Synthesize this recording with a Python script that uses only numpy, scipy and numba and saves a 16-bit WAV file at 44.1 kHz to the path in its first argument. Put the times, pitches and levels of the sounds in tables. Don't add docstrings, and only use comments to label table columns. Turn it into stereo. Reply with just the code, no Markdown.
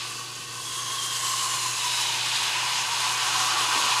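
import sys
import numpy as np
from scipy import signal
from scipy.fft import rfft, irfft
from scipy.io import wavfile
from scipy.ndimage import uniform_filter1d
from numba import njit

SR = 44100
rng = np.random.default_rng(int(sys.argv[2]) if len(sys.argv) > 2 else 0)


def output_pcm(signal):
    pcm = np.clip(np.atleast_2d(signal).T, -1, 1) * 32767
    wavfile.write(sys.argv[1], SR, np.round(pcm).astype(np.int16))


N = 176400
TIME = np.arange(N) / SR


def bubbles():
    bursts_per_s, spread_db = 34000, 1.55
    bursts = rng.random(N) < bursts_per_s / SR
    return bursts * rng.standard_normal(N) * undb(spread_db * np.minimum(rng.exponential(size=N), 4))


def fizz():
    # (time [s], large [dB], medium [dB], fine [dB])
    boiling = [(0, -43.5, -36.5, -41), (.2, -52.5, -43.5, -41.5), (.38, -53, -43.5, -43),
               (.5, -50, -42, -42), (.6, -50.5, -42.5, -38), (.86, -42.5, -37.5, -35.5),
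               (1.1, -41.5, -36.5, -33.5), (1.35, -39.5, -35, -31.5), (1.7, -41, -35.5, -32.5),
               (2.08, -38, -31.5, -32), (2.2, -38.5, -32.5, -36.5), (2.38, -38, -30, -34),
               (2.6, -35, -32.5, -35), (2.81, -35.5, -30.5, -34), (2.9, -38.5, -33, -35.5),
               (3, -37, -30, -33), (3.2, -36.5, -32, -34), (3.38, -37, -28.5, -32), (4, -36.5, -30, -32.5)]
    # (frequency [Hz], relative level [dB])
    large_tone = [(60, -55), (300, -35), (600, -12), (850, -4), (1220, -3.5), (1650, -1), (2150, 3),
                  (2500, 2.5), (2900, 3), (3800, -9), (6000, -40)]
    medium_tone = [(100, -53), (1500, -40), (2150, -11), (2550, -1.5), (3100, 2.5), (4200, 2), (5100, -0.5),
                   (5900, -7.5), (8000, -9.5), (15000, -48)]
    fine_tone = [(100, -60), (3000, -34), (5000, -3), (6500, 0.5), (8000, -3.5), (9300, -5), (10500, -6),
                 (12200, -15.5), (15300, -23.5)]
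    large_boost_db, medium_boost_db, flicker_db = 2.5, 1, 0.82
    layers = [(large_tone, curve(boiling, 1) + large_boost_db),
              (medium_tone, curve(boiling, 2) + medium_boost_db),
              (fine_tone, curve(boiling, 3))]
    return sum(colour(bubbles(), tone) * undb(db + flicker_db * wander(40)) for tone, db in layers)


def hollow_gurgle():
    # (time [s], pitch [Hz], level [dB])
    note = [(0, 1135, -46.5), (.22, 1113, -42.5), (.39, 1116, -47), (.6, 1065, -42), (.72, 1080, -41),
            (.93, 1080, -36), (1.17, 1070, -40), (1.25, 1083, -36.5), (1.5, 1068, -34), (1.68, 1035, -36),
            (1.88, 1004, -39.5), (2.1, 962, -34.5), (2.25, 900, -45), (2.48, 967, -37), (2.63, 988, -36),
            (2.86, 924, -39), (3.1, 996, -36.5), (3.3, 1040, -37.5), (3.57, 1020, -34.5), (4, 1013, -31)]
    pitch_hz = curve(note, 1)
    calm = ring(bubbles(), pitch_hz, width_hz=123)
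    rough = ring(bubbles(), pitch_hz, width_hz=310)
    roughness = np.linspace(0, 1, N) ** 2
    gurgle = np.sqrt(1 - roughness) * calm + np.sqrt(roughness) * rough
    flutter_db = 0.93 * wander(70)
    return gurgle * undb(curve(note, 2) + flutter_db)


def gulps():
    # (time [s], pitch [Hz], level [dB])
    notes = [(1.24, 1070, -35.5), (1.31, 1075, -37), (1.46, 1075, -35), (1.665, 1025, -33.5),
             (1.875, 995, -32.5), (2.57, 980, -32), (2.65, 980, -34), (2.72, 985, -33), (2.93, 960, -32),
             (3.085, 1030, -31.5), (3.16, 990, -31), (3.59, 1140, -29.5), (3.785, 1110, -29.5),
             (3.96, 1010, -31)]
    wobbly_time = np.cumsum(1 + 0.028 * wander(160)) / SR
    return sum(undb(db) * bump(at, length_s=0.05) * sine(hz * wobbly_time) for at, hz, db in notes)


def churning_pool():
    # (time [s], level [dB])
    strength = [(0, -45), (.5, -56), (1.2, -50), (2, -42.5), (2.8, -37.5), (3.2, -32.5), (3.55, -28),
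                (4, -31)]
    # (pitch [Hz], width [Hz], level relative to the churning [dB])
    notes = [(751.5, 21, -15), (864, 62, -12.5), (1003.5, 40, -6.5), (1103, 16, -9), (1143.5, 37, -6.5),
             (1274, 31, -12), (1418, 65, -13), (1562, 35, -12)]
    # (frequency [Hz], relative level [dB])
    rush_tone = [(40, -55), (150, -36), (340, -12), (560, -19.5), (690, -12), (780, -7), (1000, 0),
                 (1150, -5.5), (1450, -3), (1800, -15), (3000, -48)]
    ringing = sum(undb(db) * ring(bubbles(), hz, width) for hz, width, db in notes)
    rush = undb(-6) * colour(bubbles(), rush_tone)
    flutter_db = 0.98 * wander(35)
    return (ringing + rush) * undb(curve(strength) + flutter_db)


def sinking_whistles():
    # (time [s], pitch [fraction of the warm pitch])
    cooling = [(0, 1), (.68, 1), (.86, .985), (1.12, .96), (1.25, .925), (1.42, .897), (1.62, .835),
               (1.82, .803), (2.08, .785), (2.5, .735)]
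    # (start [s], end [s], warm pitch [Hz], width [Hz], level [dB])
    whistles = [(.63, .85, 3320, 160, -38.5), (.85, 1.2, 3320, 140, -36.5), (1.2, 1.55, 3320, 110, -40),
                (1.62, 2.2, 3280, 180, -42), (1.2, 1.45, 4580, 220, -41.5), (1.42, 1.78, 4960, 280, -40.5),
                (1.78, 2.16, 4880, 360, -35), (2.27, 2.6, 4880, 360, -40), (.8, .92, 6480, 170, -37.5),
                (1.78, 2.02, 6480, 200, -41), (.55, 1.1, 8800, 450, -48), (1.14, 1.8, 8350, 640, -38),
                (.7, 1.02, 10950, 650, -50), (1.36, 1.7, 10200, 520, -44), (1.22, 1.6, 12350, 600, -49.5)]
    pitch_ratio = curve(cooling) * (1 + 0.003 * wander(13.3))
    return sum(ring(bubbles(), hz * pitch_ratio, width) * undb(db) * swell(start, end)
               for start, end, hz, width, db in whistles)


def flask_ringing():
    # (pitch [Hz], width [Hz], level at the start [dB], level at the end [dB])
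    notes = [(1520, 60, -53, -49), (1865, 35, -58, -46), (2490, 55, -52, -40), (2665, 50, -49, -49),
             (2990, 150, -60, -47), (4600, 220, -48, -54), (6550, 400, -60, -39)]
    return sum(ring(bubbles(), hz, width) * undb(np.linspace(first_db, last_db, N))
               for hz, width, first_db, last_db in notes)


def spurts():
    # (time [s], length [s], level [dB])
    jets = [(2.09, .07, -33), (2.79, .08, -32), (3.31, .1, -38), (3.4, .08, -35)]
    loudness = sum(undb(db) * bump(at, length) for at, length, db in jets)
    return loudness * ring(bubbles(), hz=6100, width_hz=2200)


def splutters():
    # (time [s], length [s], level [dB])
    bursts = [(3.624, 0.06, -39), (3.778, 0.063, -39), (3.857, 0.065, -40.5)]
    # (frequency [Hz], relative level [dB])
    tone = [(50, -50), (150, -28), (240, 4.5), (350, 7), (550, 5), (800, 3), (1400, -19), (4000, -50)]
    loudness = sum(undb(db) * bump(at, length) for at, length, db in bursts)
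    return loudness * colour(bubbles(), tone)


def thin_out(sound):
    gap_hz, width_hz, deepest_at_s, spread_s = 2465.0, 480.0, 0.98, 0.475
    depth = 0.76 * np.exp(-((TIME - deepest_at_s) / spread_s) ** 2 / 2)
    return sound - depth * band_pass(sound, np.full(N, gap_hz), width_hz)


def room(sound):
    fade_s, dull_above_hz, echo_db = 0.25, 2470, -3
    t = np.arange(SR // 2) / SR
    tail = rng.standard_normal(len(t)) * np.exp(-np.log(1000) * t / fade_s)
    echoes = signal.fftconvolve(sound, tail / np.linalg.norm(tail))[:N]
    dulling = signal.butter(1, dull_above_hz, fs=SR, output="sos")
    return sound + undb(echo_db) * signal.sosfilt(dulling, echoes)


def equipment():
    # (pitch [Hz], level [dB])
    hum_notes = [(120, -50.5), (149.3, -62.5), (360, -61.5), (480, -59.5)]
    # (frequency [Hz], relative level [dB])
    air_tone = [(20, -13), (45, -7), (85, -4), (190, -3.5), (280, 0.5), (370, 4.5), (550, -4.5),
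                (750, -0.5), (1500, -9), (5000, -22)]
    hum = sum(undb(db) * sine(hz * TIME + rng.random()) for hz, db in hum_notes)
    drone = undb(-60) * ring(rng.standard_normal(N), hz=125, width_hz=34)
    waver_db = 0.5 * wander(16)
    air = undb(-50) * colour(rng.standard_normal(N), air_tone)
    return hum * undb(waver_db) + drone + air


def undb(db):
    return 10 ** (np.asarray(db) / 20)


def unit(x):
    return x / np.sqrt(np.mean(x ** 2))


def sine(cycles):
    return np.sqrt(2) * np.sin(2 * np.pi * cycles)


def curve(table, column=1):
    rows = np.array(table, float)
    return np.interp(TIME, rows[:, 0], rows[:, column])


def bump(at_s, length_s):
    return np.exp(-(2 * (TIME - at_s) / length_s) ** 2)


def swell(start, end, fade_s=0.05):
    return (1 + np.tanh((TIME - start) / fade_s)) * (1 + np.tanh((end - TIME) / fade_s)) / 4


def wander(turns_per_s):
    hold = int(SR / turns_per_s)
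    steps = np.repeat(rng.standard_normal(N // hold + 1), hold)
    return unit(uniform_filter1d(steps, hold)[:N])


def colour(sound, tone):
    hz, db = np.array(tone, float).T
    frequencies = np.maximum(np.fft.rfftfreq(N, 1 / SR), 1)
    gains = undb(np.interp(np.log(frequencies), np.log(hz), db))
    return unit(irfft(rfft(sound) * gains, N))


@njit
def band_pass(sound, hz, width_hz):
    passed, band_state, low_state = np.empty(len(sound)), 0., 0.
    for i in range(len(sound)):
        tuning = np.tan(np.pi * hz[i] / SR)
        damping = width_hz / hz[i]
        band = (band_state + tuning * (sound[i] - low_state)) / (1 + tuning * (tuning + damping))
        band_state = 2 * band - band_state
        low_state += 2 * tuning * band
        passed[i] = damping * band
    return passed


def ring(sound, hz, width_hz):
    hz, width_hz = hz * np.ones(N), float(width_hz)
    return unit(band_pass(band_pass(sound, hz, width_hz), hz, width_hz))


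def scene():
    hiss = room(fizz() + spurts())
    close_by = hollow_gurgle() + gulps() + churning_pool() + splutters()
    close_by += sinking_whistles() + flask_ringing()
    surge_db = 0.5 * wander(16)
    boiling = (hiss + close_by) * undb(surge_db)
    return np.tile(thin_out(boiling) + equipment(), (2, 1))


def record(dry):
    top_hz = 15330
    return signal.sosfilt(signal.ellip(12, .1, 80, top_hz, fs=SR, output="sos"), dry)


dry = scene()
out = record(dry)
output_pcm(out)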